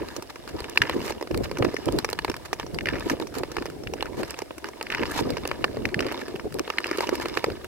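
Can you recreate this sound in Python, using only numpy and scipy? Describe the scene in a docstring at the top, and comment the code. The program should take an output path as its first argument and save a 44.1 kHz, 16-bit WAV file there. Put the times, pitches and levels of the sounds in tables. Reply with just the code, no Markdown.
"""A tour skater strides over black lake ice, about once a second, followed closely by the listener.
Each blade clinks and chatters down, grinds under the weight and throws fine ice at the push-off.
The ice answers with short dry cracks, faint ticks and bright chips: jolts of noise made to ring.
The headwind buffets the microphone ports in gusts of low noise, with a few heavy thumps and a faint
steady rush of air; the open lake gives no echo."""
import sys
import numpy as np
from scipy import signal
from scipy.fft import rfft, irfft, next_fast_len
from scipy.io import wavfile
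from scipy.ndimage import uniform_filter1d

SR = 44100
rng = np.random.default_rng(int(sys.argv[2]) if len(sys.argv) > 2 else 0)


def wrap_up_sound(samples):
    """Save the sound to the file named by the first command line argument, as 16-bit audio."""
    columns = np.atleast_2d(samples).T
    # keep every value between -1 and 1, then stretch to whole-number steps
    tamed = np.clip(columns, -1, 1)
    steps = np.round(tamed * 32767).astype(np.int16)
    wavfile.write(sys.argv[1], SR, steps)


N = 338247  # length of the scene in samples

# All levels in dB are settings, before the shared resonances and the left-right balance.
# quiet glide of the standing blade: (time [s], grinding level [dB])
GLIDE = [(0, -43), (.32, -50), (.62, -40.5), (.9, -37), (1.3, -50), (1.7, -39.5), (2.5, -47.5), (3.05, -59),
         (3.6, -40.5), (3.88, -60), (4.2, -43.5), (4.5, -53), (4.85, -43.5), (5.3, -38), (5.88, -45.5),
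         (6.3, -40.5), (6.5, -52.5), (6.68, -39), (7.36, -35), (7.67, -47.5)]
# strides: (blade bites [s], push-off [s], grinding while loaded [dB], grinding at the push-off [dB],
# spray at the push-off [dB])
STRIDES = [(-.1, 0.169, -45, -45, -41), (0.819, 1.101, -38, -35, -32.5), (1.614, 2.3, -49.5, -36, -53),
           (2.862, 3.119, -37, -27, -34.5), (3.954, 4.311, -47.5, -35, -42),
           (4.902, 5.185, -34, -20, -29.5), (6.001, 6.145, -39.5, -33, -45), (6.845, 7.041, -38, -24, -35)]
# an edge scuffs over rough ice: (time [s], length [s], grinding level [dB], spray level [dB])
SCUFFS = [(0.296, 0.0078, -28, -42), (0.479, 0.019, -57, -42.5), (0.584, 0.015, -29.5, -48),
          (1.433, 0.019, -33.5, -39), (2.449, 0.013, -39, -41), (2.586, 0.049, -38, -54),
          (3.211, 0.017, -33, -44), (3.338, 0.063, -41.5, -42), (4.168, 0.047, -43, -43),
          (4.371, 0.036, -41, -49), (4.654, 0.029, -33, -48), (6.164, 0.053, -33, -47),
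          (7.13, 0.026, -32, -41), (7.209, 0.018, -33, -36.5), (7.348, 0.042, -43, -43)]
# ringing pitches of the blade on the ice: (pitch [Hz])
CRUNCH_HZ = [962, 1223, 1643, 2190, 2860, 3540, 4800, 5380]
# steel clinks as a blade is set down: (time [s], ring pitch [Hz], ring level [dB])
CLINKS = [(.7742, 2290, -12), (0.8182, 1850, -14), (.836, 1740, -33), (1.7659, 1820, -27),
          (2.7867, 2160, -25.5), (2.8085, 1860, -33), (2.8573, 1820, -25.5), (2.87, 1880, -28),
          (2.8867, 1760, -22), (3.872, 2330, -32), (4.0076, 2900, -30.5), (4.868, 2100, -33.5),
          (4.9019, 1880, -28), (4.923, 2390, -28.5), (4.9478, 1850, -23.5), (5.033, 1860, -28),
          (5.8537, 2230, -21), (5.9435, 1710, -22.5), (5.992, 2460, -24.5), (6.7837, 1890, -19),
          (6.843, 2300, -26)]
# the ice cracks under a blade: (time [s], strength [dB], low knock relative to strength [dB],
# bright snap relative to strength [dB])
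CRACKS = [(0.1637, -43, 10, 8.5), (0.6033, -41.5, 5.5, 4), (0.8957, -27, 1.5, -6), (1.105, -41, 15.5, 2),
          (1.211, -40, 8.5, -6), (1.2255, -39.5, 12.5, -1), (1.311, -38.5, 6, -6),
          (1.3441, -33.5, -8, -5.5), (1.513, -37, 8.5, -3), (1.571, -35, -3, -9), (1.624, -27, 9, -15),
          (1.6486, -29, 7.5, -8), (1.742, -44.5, 20.5, 4), (1.8857, -32, 10, -17),
          (1.9865, -31.5, -15, 5.5), (2.0455, -25.5, -1.5, -3), (2.0887, -33.5, 1.5, -8),
          (2.1292, -33.5, 5, 3.5), (2.1889, -27.5, -6, -7), (2.2464, -28.5, 2, -4), (2.28, -35, -3, -14),
          (2.2977, -32.5, -2, -1.5), (2.341, -35.5, -19, -8), (2.5298, -28.5, 3, -3.5),
          (2.5974, -31.5, -9, -7), (3.0977, -25, -23, -5), (3.1991, -38.5, 11, -1),
          (3.434, -33.5, 7.5, -5.5), (3.5667, -29, -8, -9), (3.5833, -35, 5, -14), (3.6228, -38, -23, -7),
          (3.656, -38.5, 7, -2), (3.9362, -35, 6.5, -3.5), (4.025, -28.5, -0.5, -4), (4.2329, -36.5, 1, -8),
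          (4.389, -38.5, 3, 3), (4.4193, -41.5, 13.5, -2), (4.507, -40.5, 8.5, -21), (4.643, -34, -2, -7.5),
          (4.8111, -32, -2, -11), (5.1907, -34.5, 3, -10), (5.303, -40, 11, 4.5), (5.369, -33, -2, -11),
          (5.4528, -31.5, 3.5, -10), (5.5137, -26.5, -3, -14), (5.6419, -19, -5, -14),
          (5.7696, -44, 14.5, -5), (6.0051, -29.5, -3, -3.5), (6.0653, -35.5, 7, -2),
          (6.1147, -35, -7, -14), (6.396, -37.5, -4, -17), (6.594, -31, -9, 0), (6.677, -36.5, 4, -9),
          (6.7011, -26.5, -6, -10.5), (6.8583, -35, -1, -18), (6.9123, -28.5, 6, -7), (6.9833, -33, 11, -2),
          (7.0057, -28, 3, -3.5), (7.0911, -29.5, 5, -3.5), (7.1985, -37, 5.5, -5), (7.2565, -31.5, 8, -6),
          (7.372, -24.5, 0, -10), (7.4414, -24.5, 3, -6.5)]
# tiny chips fly off the edge: (time [s], snap level [dB])
CHIPS = [(0.697, -38), (1.0625, -39.5), (1.375, -35), (1.8575, -37), (1.9233, -38), (2.1, -36),
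         (2.9963, -42), (3.384, -36), (4.307, -33.5), (4.8271, -35.5), (5.4751, -32), (6.5417, -39.5),
         (6.973, -37)]
# resonances and hollows shared by all skating sounds: (pitch [Hz], width [Hz], boost or cut [dB])
BODY = [(880, 220, 3.5), (1768, 140, 4.5), (2240, 90, -1), (2900, 170, 2), (3350, 880, -4.5),
        (4230, 950, 3), (7200, 610, 1.5), (11050, 910, -5), (15000, 630, 10)]
# timing between the two ports: (pitch [Hz], phase by which the left port leads [radians])
PORT_PHASE = [(400, 0), (1300, -.7), (2100, -.3), (2700, -.9), (3300, -2.3), (4700, -2.6), (5800, -1.7),
              (7500, -4.0)]
# headwind between gusts: (time [s], buffeting level [dB], deep rumble level [dB])
HEADWIND = [(0, -40, -45), (.33, -50, -58), (.6, -39, -41), (.72, -41.5, -52), (.98, -32, -37),
            (1.27, -45, -54), (1.42, -37.5, -35.5), (1.82, -37.5, -46), (2.2, -44.5, -43), (2.5, -48, -49),
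            (2.88, -33, -36.5), (3.3, -42, -47), (4.18, -37, -42), (4.38, -48.5, -51.5),
            (4.83, -45.5, -56.5), (5.0, -35, -39), (5.4, -36.5, -41), (6.05, -33.5, -43), (6.25, -37, -53),
            (6.55, -45, -41), (6.7, -42, -60), (7.15, -33, -45), (7.67, -42.5, -49)]
# gusts: (time [s], length [s], buffeting level [dB], deep rumble level [dB])
GUSTS = [(0, 0.037, -30, -40.5), (0.166, 0.029, -36, -45), (0.532, 0.024, -31, -36),
         (0.795, 0.044, -34, -39), (0.946, 0.048, -28.5, -41), (1.206, 0.023, -34.5, -52),
         (1.304, .12, -27.5, -31.5), (1.586, 0.1, -23.5, -35), (1.86, 0.13, -24.5, -31.5),
         (2.284, 0.022, -26, -33), (2.618, 0.022, -35, -38), (2.724, 0.051, -38, -35.5),
         (2.921, 0.046, -30, -38), (3.041, 0.035, -29, -49), (3.101, 0.039, -26, -39),
         (3.206, 0.037, -29.5, -55), (3.359, 0.065, -31, -41), (3.562, 0.065, -33, -41),
         (3.861, 0.02, -47, -32.5), (4.165, 0.073, -29.5, -43), (4.648, 0.027, -33.5, -57),
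         (4.986, 0.058, -28, -46), (5.191, 0.15, -28, -37), (5.613, 0.023, -46, -42),
         (5.766, 0.12, -34, -37.5), (5.954, 0.11, -29.5, -41), (6.317, 0.04, -37.5, -38),
         (6.44, 0.031, -27, -42), (6.541, 0.073, -29.5, -46), (7.123, 0.017, -23.5, -50),
         (7.464, 0.065, -28, -37.5)]
# single heavy blows of wind: (time [s], level of the swell's peak [dB], pitch [Hz])
THUMPS = [(.807, -23.5, 115), (.962, -16.5, 295), (1.607, -17, 114), (3.113, -16.5, 281), (3.925, -25, 406),
          (5.965, -20.5, 151), (6.342, -22.5, 380), (6.454, -21, 426)]
# tone colours as filter curves; only their shape matters: (pitch [Hz], gain [dB])
GRIND_COLOUR = [(300, -39), (700, 6.5), (1100, 5.5), (1500, 1), (2100, 2.5), (2800, 1.5), (3600, 4),
                (4500, -3), (5500, 0), (6400, -22), (9000, -37), (16000, -50)]
SPRAY_COLOUR = [(1500, 18), (4000, 11.5), (5500, 6.5), (6600, 9), (8000, 4), (9500, 3), (12500, 5.5),
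                (14200, -1), (15600, -17.5)]
WIND_COLOUR = [(80, -18), (170, -22), (220, -2.5), (270, 1), (350, 4), (460, -0.5), (600, -7), (800, -17),
               (1500, -32), (5000, -65)]
RUMBLE_COLOUR = [(20, -21), (40, -2), (62, -1.5), (150, -2.5), (230, -9.5), (500, -47)]
AIR_COLOUR = [(25, -30), (70, 11.5), (200, -38), (390, -3), (700, 5.5), (1000, -16), (1400, -9),
              (3000, -13.5), (5300, -13.5), (6500, -18.5), (9000, -16.5), (15600, -24)]

# the blade takes the weight, and leaves the ice
BITE_S, LIFT_S = 0.032, 0.065
# the push-off builds up and lets go; a thin spray leads it, at a level relative to the push-off's
PUSH_BUILD_S, PUSH_RELEASE_S, DUST_BUILD_S, DUST_DB = 0.021, 0.012, 0.085, -4.5
# spray of a gliding blade, relative to its grinding
GLIDE_SPRAY_DB = -14.5
SCUFF_ATTACK_S, SCUFF_RELEASE_S = 0.0027, 0.0041
# chatter: length of the run, level relative to the loaded grinding, its spread, middle pitch
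CHATTER_S, CHATTER_DB, CHATTER_SPREAD_DB, CHATTER_HZ = 0.13, 0, 3.5, 1950
# parts of each skip, relative to its ring
CHATTER_CLACK_DB, CHATTER_SNAP_DB = -5, -15
# parts of a clink, relative to its ring
CLINK_CLACK_DB, CLINK_KNOCK_DB, CLINK_SNAP_DB = -13.5, -42, -14.5
# a crack rings near one pitch; its hollow clack is relative to its strength
CRACK_HZ, CRACK_SPREAD_OCT, CRACK_CLACK_DB = 2300, 0.19, -1
# middle pitch of the hollow clack in a crack and in a faint tick
CLACK_HZ, CRACKLE_CLACK_HZ = 977, 1240
# faint ticks: mean level and spread; knock and snap relative to the level
CRACKLE_DB, CRACKLE_SPREAD_DB, CRACKLE_KNOCK_DB, CRACKLE_SNAP_DB = -42, 3, 1.5, -1
# share of the grinding's rise and fall that the faint ticks follow
CRACKLE_FOLLOWS = 0.28
# parts of a chip, relative to its snap
CHIP_RING_DB, CHIP_CLACK_DB, CHIP_KNOCK_DB = -8.5, -16, -7
# length of one tick, and the stretch of time over which its level is reckoned
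TICK_SAMPLES, TICK_S = 1024, 0.008
GUST_ATTACK_S, GUST_RELEASE_S = 0.0061, 0.0054
AIR_DB = -49
CUTOFF_HZ = 15900


def blade_levels():
    """Grinding and spray in dB: a quiet glide, each stride's load and push-off, and the scuffs."""
    glide = from_db(in_time(GLIDE)[0])
    grind, dust = [glide], [glide * from_db(GLIDE_SPRAY_DB)]
    for bite_s, push_s, load_db, push_db, spray_db in STRIDES:
        load = from_db(load_db) * swell(bite_s, push_s - bite_s, BITE_S, LIFT_S)
        push = surge(push_s, PUSH_BUILD_S, PUSH_RELEASE_S)
        lead = from_db(DUST_DB) * surge(push_s, DUST_BUILD_S, PUSH_RELEASE_S)
        grind += [load, from_db(push_db) * push]
        dust += [from_db(spray_db) * np.maximum(push, lead)]
    for s, length_s, grind_db, spray_db in SCUFFS:
        scuff = swell(s, length_s, SCUFF_ATTACK_S, SCUFF_RELEASE_S)
        grind += [from_db(grind_db) * scuff]
        dust += [from_db(spray_db) * scuff]
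    return summed_db(grind), summed_db(dust)


def grinding(level_db, chatter_db=1.0, patchy_db=5.0, scatter=0.87, trim_db=-5.5):
    """The edge cuts through many small fractures that make the blade ring, over a smooth rub."""
    fractures = grains(per_s=380, spread_db=4.5)
    crunch = 0
    for hz in CRUNCH_HZ:
        # the point of contact wanders along the blade and favours one pitch after another
        strikes = fractures * rng.standard_normal(N) * from_db(patchy_db * drift(21.0))
        crunch = crunch + resonance(strikes, hz, 0.088 * hz) * np.sqrt(hz)
    # noise common to both ports, plus noise of each port's own
    rub_noise = rng.standard_normal(N) + scatter * rng.standard_normal((2, N))
    rub = coloured(rub_noise, GRIND_COLOUR)
    cut = coloured(crunch, GRIND_COLOUR) + 0.36 * rub
    steady_cut = evened(cut * from_db(chatter_db * drift(44)), window_s=0.058)
    return from_db(level_db + trim_db) * steady_cut


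def spray(level_db, scatter=6.1, trim_db=2.0):
    """Shaved ice dust fizzes off the edge: dense tiny grains and noise, in quick puffs."""
    dust = grains(per_s=4000, spread_db=5.5) + scatter * rng.standard_normal((2, N))
    puffs = from_db(3 * drift(60))
    return from_db(level_db + trim_db) * coloured(dust * puffs, SPRAY_COLOUR)


def clinks():
    """A blade is set down on the ice with small steel clinks: mostly ring, hardly any knock."""
    out = np.zeros((2, N))
    for s, hz, db in CLINKS:
        clink = tick(hz, db, db + CLINK_CLACK_DB, db + CLINK_KNOCK_DB, db + CLINK_SNAP_DB,
                     crumble_s=0.002, crumble=0.16, width_hz=820,
                     clack_hz=1300, clack_width_hz=710, snap_s=0.0016, sheen_db=-11.0)
        add(out, s, clink)
    return out


def chatter(count=9):
    """The edge skips in a short uneven run of small clinks before it holds."""
    out = np.zeros((2, N))
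    for bite_s, _, load_db, *_ in STRIDES:
        # one skip at a random moment in each equal slice of the run
        slices = (np.arange(count) + rng.random(count)) / count
        for s in bite_s + CHATTER_S * slices:
            db = load_db + CHATTER_DB + CHATTER_SPREAD_DB * rng.standard_normal()
            hz = CHATTER_HZ * 2 ** (CRACK_SPREAD_OCT * rng.standard_normal())
            clink = tick(hz, db, db + CHATTER_CLACK_DB, db + CLINK_KNOCK_DB, db + CHATTER_SNAP_DB,
                         clack_hz=1340, crumble_s=0.0054, sheen_db=-15.0)
            # skips due before the start stay silent
            add(out, s, clink * (s > 0))
    return out


def cracks():
    """The loaded ice gives way: ring and hollow clack together, with a knock and a snap."""
    out = np.zeros((2, N))
    for s, db, knock_db, snap_db in CRACKS:
        pitch_shift = 2 ** (CRACK_SPREAD_OCT * rng.standard_normal(2))
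        hz, clack_hz = np.array([CRACK_HZ, CLACK_HZ]) * pitch_shift
        crack = tick(hz, db, db + CRACK_CLACK_DB, db + knock_db, db + snap_db,
                     clack_hz=clack_hz, clack_width_hz=550,
                     crumble=0.35, scatter=0.3, snap_s=0.0016, sheen_db=-11.5)
        add(out, s, crack)
    return out


def chips():
    """Splinters of ice snap off, thin and bright."""
    out = np.zeros((2, N))
    for s, db in CHIPS:
        chip = tick(CRACK_HZ, db + CHIP_RING_DB, db + CHIP_CLACK_DB, db + CHIP_KNOCK_DB, db,
                    snap_s=0.00078, sheen_db=-5.5, sheen_slope=0.15)
        add(out, s, chip)
    return out


def crackle(grind_db, count=56):
    """Faint ticks all along the way, each with its own colour, stronger where the blade grinds harder."""
    out = np.zeros((2, N))
    for s in (np.arange(count) + rng.random(count)) / count * N / SR:
        db = CRACKLE_DB + CRACKLE_FOLLOWS * (grind_db[int(s * SR)] - grind_db.mean())
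        # ring, clack, knock and snap
        mix_db = np.array([0, CRACK_CLACK_DB, CRACKLE_KNOCK_DB, CRACKLE_SNAP_DB])
        parts_db = db + mix_db + CRACKLE_SPREAD_DB * rng.standard_normal(4)
        pitch_shift = 2 ** (CRACK_SPREAD_OCT * rng.standard_normal(2))
        hz, clack_hz = np.array([CRACK_HZ, CRACKLE_CLACK_HZ]) * pitch_shift
        add(out, s, tick(hz, *parts_db, clack_hz=clack_hz, sheen_db=rng.normal(-10, 4)))
    return out


def tick(ring_hz, ring_db, clack_db, knock_db, snap_db, crumble_s=0.0028, crumble=0.28, scatter=0.26,
         width_hz=650, clack_hz=930, clack_width_hz=380, snap_s=0.0021, sheen_db=-9.0, sheen_slope=0.13):
    """One jolt and a few ms of crumbling excite a damped ring, a clack, a knock and a snap."""
    t = np.arange(TICK_SAMPLES) / SR
    shared, own = rng.standard_normal(TICK_SAMPLES), rng.standard_normal((2, TICK_SAMPLES))
    jolt = (t == 0) * rng.choice([-1, 1])
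    force = 2 * jolt + (crumble * shared + scatter * own) * np.exp(-t / crumble_s)
    ring = band(resonance(force, ring_hz, width_hz), 1526, 3380, order=3)
    clack = band(resonance(force, clack_hz, clack_width_hz), 653, 1900)
    knock = -band(force, 313, 551)
    # splinters follow the jolt, each burst with its own length and pitch
    fade = np.exp(-t / (snap_s * rng.uniform(0.72, 2.7)))
    splinters = (shared + 1.73 * own) * fade * (1 - np.exp(-t / 0.0003))
    crack = rms_one(band(resonance(splinters, rng.uniform(4260, 5990), 630), 2440, 5700))
    # the more the snap outweighs the ring, the brighter; sheen is counted from twice the crack
    sheen = from_db(sheen_db + sheen_slope * np.clip(snap_db - ring_db, -12, 18))
    snap = crack + 2 * sheen * rms_one(band(splinters, 6400, 12700))
    parts = ((ring, ring_db), (clack, clack_db), (knock, knock_db), (snap, snap_db))
    mixed = sum(from_db(db) * rms_one(part) for part, db in parts)
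    # each level stands for the whole tick's energy spread over TICK_S seconds
    return mixed * np.sqrt(TICK_S * SR / TICK_SAMPLES)


def grains(per_s, spread_db):
    """Tiny fractures at random moments, a few much larger than the rest; overall power 1."""
    sizes = from_db(spread_db * np.minimum(rng.exponential(1, N), 4)) * rng.choice([-1, 1], N)
    return rms_one(sizes * (rng.random(N) < per_s / SR))


def body(x):
    """Shared resonances and hollows: a chain of filters lifts or lowers narrow ranges of pitch."""
    for hz, width_hz, db in BODY:
        w = 2 * np.pi * min(hz, 0.45 * SR) / SR
        damp, root = np.tan(np.pi * width_hz / SR), from_db(db / 2)
        top = [1 + damp * root, -2 * np.cos(w), 1 - damp * root]
        bottom = [1 + damp / root, -2 * np.cos(w), 1 - damp / root]
        x = signal.lfilter(top, bottom, x)
    return x


def from_ahead(x):
    """The skater is a little to the right, so the left port hears the blades later and softer."""
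    size = next_fast_len(N + TICK_SAMPLES, True)
    turned = rfft(x[0], size) * np.exp(1j * on_bins(PORT_PHASE, size))
    left = irfft(turned, size)[:N]
    return np.array([left, x[1]]) * from_db([[-0.7], [0.7]])


def thumps(swell_s=0.0026):
    """A large eddy swells and rings out in a few low cycles, out of step at the two ports."""
    out = np.zeros((2, N))
    for s, db, hz in THUMPS:
        age = np.maximum(np.arange(N) / SR - s, 0)
        lump = age / swell_s * np.exp(np.maximum(1 - age / swell_s, -50))
        phase = rng.uniform(0, 1.4, (2, 1))
        out += from_db(db) * lump * np.sin(2 * np.pi * hz * age + phase)
    return out


def wind_levels():
    """Buffeting and rumble in dB: gusts ride on the slow headwind."""
    buffet, rumble = [[from_db(db)] for db in in_time(HEADWIND)]
    for s, length_s, buffet_db, rumble_db in GUSTS:
        gust = swell(s, length_s, GUST_ATTACK_S, GUST_RELEASE_S)
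        buffet += [from_db(buffet_db) * gust]
        rumble += [from_db(rumble_db) * gust]
    return summed_db(buffet), summed_db(rumble)


def wind(level_db, spectrum, lumps_db, shared, left_db):
    """Eddies hit the ports as partly shared noise, in short lumps that differ from port to port."""
    eddies = rng.standard_normal((2, N)) + shared * rng.standard_normal(N)
    lumps = lumps_db * (drift(55) + np.array([drift(19), drift(42)]))
    gusts = evened(coloured(eddies * from_db(lumps), spectrum), window_s=0.07)
    return from_db(level_db) * gusts * from_db([[left_db], [-left_db]])


def air_rush():
    """A faint steady rush of air: coloured noise, separate at the two ports."""
    return from_db(AIR_DB) * coloured(rng.standard_normal((2, N)), AIR_COLOUR)


def from_db(db):
    """Turn decibels into gain."""
    return 10 ** (np.asarray(db) / 20)


def summed_db(gains):
    """Level in dB of independent sounds heard together: their powers add."""
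    return 10 * np.log10(sum(gain ** 2 for gain in gains))


def rms_one(x):
    """Scale to an average power of 1."""
    return x / np.sqrt(np.mean(x ** 2) + 1e-20)


def evened(x, window_s=0.026):
    """Hold the short-term power close to 1, so that only the fine grain is left."""
    power = uniform_filter1d(np.mean(x ** 2, axis=0), max(int(window_s * SR), 1))
    return x / np.sqrt(np.maximum(power, 0) + 1e-6)


def in_time(rows):
    """Read each column of a curve at every sample."""
    s, *columns = np.transpose(rows)
    return [np.interp(np.arange(N) / SR, s, c) for c in columns]


def on_bins(points, size):
    """Read a table, along a logarithmic pitch scale, at the pitches of an FFT."""
    hz, value = np.transpose(points)
    bin_hz = np.arange(size // 2 + 1) * SR / size
    return np.interp(np.log(bin_hz + 1), np.log(hz), value)


def coloured(x, spectrum):
    """Filter a signal with a tone colour, then scale to an average power of 1."""
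    size = next_fast_len(N, True)
    return rms_one(irfft(rfft(x, size) * from_db(on_bins(spectrum, size)), size)[..., :N])


def drift(rate):
    """Smooth random wandering with spread 1: noise smoothed twice, with its cutoff at rate [Hz]."""
    # made at every 20th sample; the first 2000 values let the filter settle
    r = np.exp(-40 * np.pi * rate / SR)
    noise = rng.standard_normal(N // 20 + 2002)
    slow = signal.lfilter([1], [1, -2 * r, r * r], noise)[2000:]
    return np.interp(np.arange(N) / 20, np.arange(len(slow)), rms_one(slow))


def band(x, low_hz, high_hz, order=2):
    """Keep only the pitches between two limits."""
    low = np.clip(low_hz, 10, SR / 4)
    edges = [low, np.clip(high_hz, low + 50, 0.48 * SR)]
    return signal.sosfilt(signal.butter(order, edges, "band", fs=SR, output="sos"), x)


def resonance(x, hz, width_hz):
    """One damped ringing pitch; the wider it is, the sooner it dies away."""
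    r = np.exp(-np.pi * width_hz / SR)
    return signal.lfilter([1, 0, -1], [1, -2 * r * np.cos(2 * np.pi * hz / SR), r * r], x)


def swell(start_s, length_s, attack_s, release_s):
    """Gain that rises from start_s, holds and dies away."""
    age = np.arange(N) / SR - start_s
    return np.clip(age / attack_s, 0, 1) * np.exp(-np.clip((age - length_s) / release_s, 0, 20))


def surge(peak_s, build_s, release_s):
    """Gain that grows ever faster up to peak_s, then collapses."""
    age = np.arange(N) / SR - peak_s
    return np.exp(-np.minimum(np.maximum(-age / build_s, age / release_s), 20))


def add(out, s, sound):
    """Mix a short stereo sound in at its moment."""
    at = int(np.clip(s * SR, 0, N))
    out[:, at:at + TICK_SAMPLES] += sound[:, :N - at]


def scene():
    """Blades and ice ahead, wind at the ports, a faint steady rush of air."""
    grind_db, spray_db = blade_levels()
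    buffet_db, rumble_db = wind_levels()
    blades = grinding(grind_db) + spray(spray_db) + clinks() + chatter()
    ice = cracks() + chips() + crackle(grind_db)
    skates = from_ahead(body(blades + ice))
    buffets = wind(buffet_db, WIND_COLOUR, lumps_db=3.5, shared=0.4, left_db=-0.8)
    rumble = wind(rumble_db, RUMBLE_COLOUR, lumps_db=3.0, shared=0.15, left_db=1.2)
    return skates + buffets + thumps() + rumble + air_rush()


def record(dry):
    """Cut the very top of the treble steeply, above CUTOFF_HZ."""
    return signal.sosfilt(signal.ellip(10, 0.2, 80, CUTOFF_HZ, fs=SR, output="sos"), dry)


dry = scene()
out = record(dry)
wrap_up_sound(out)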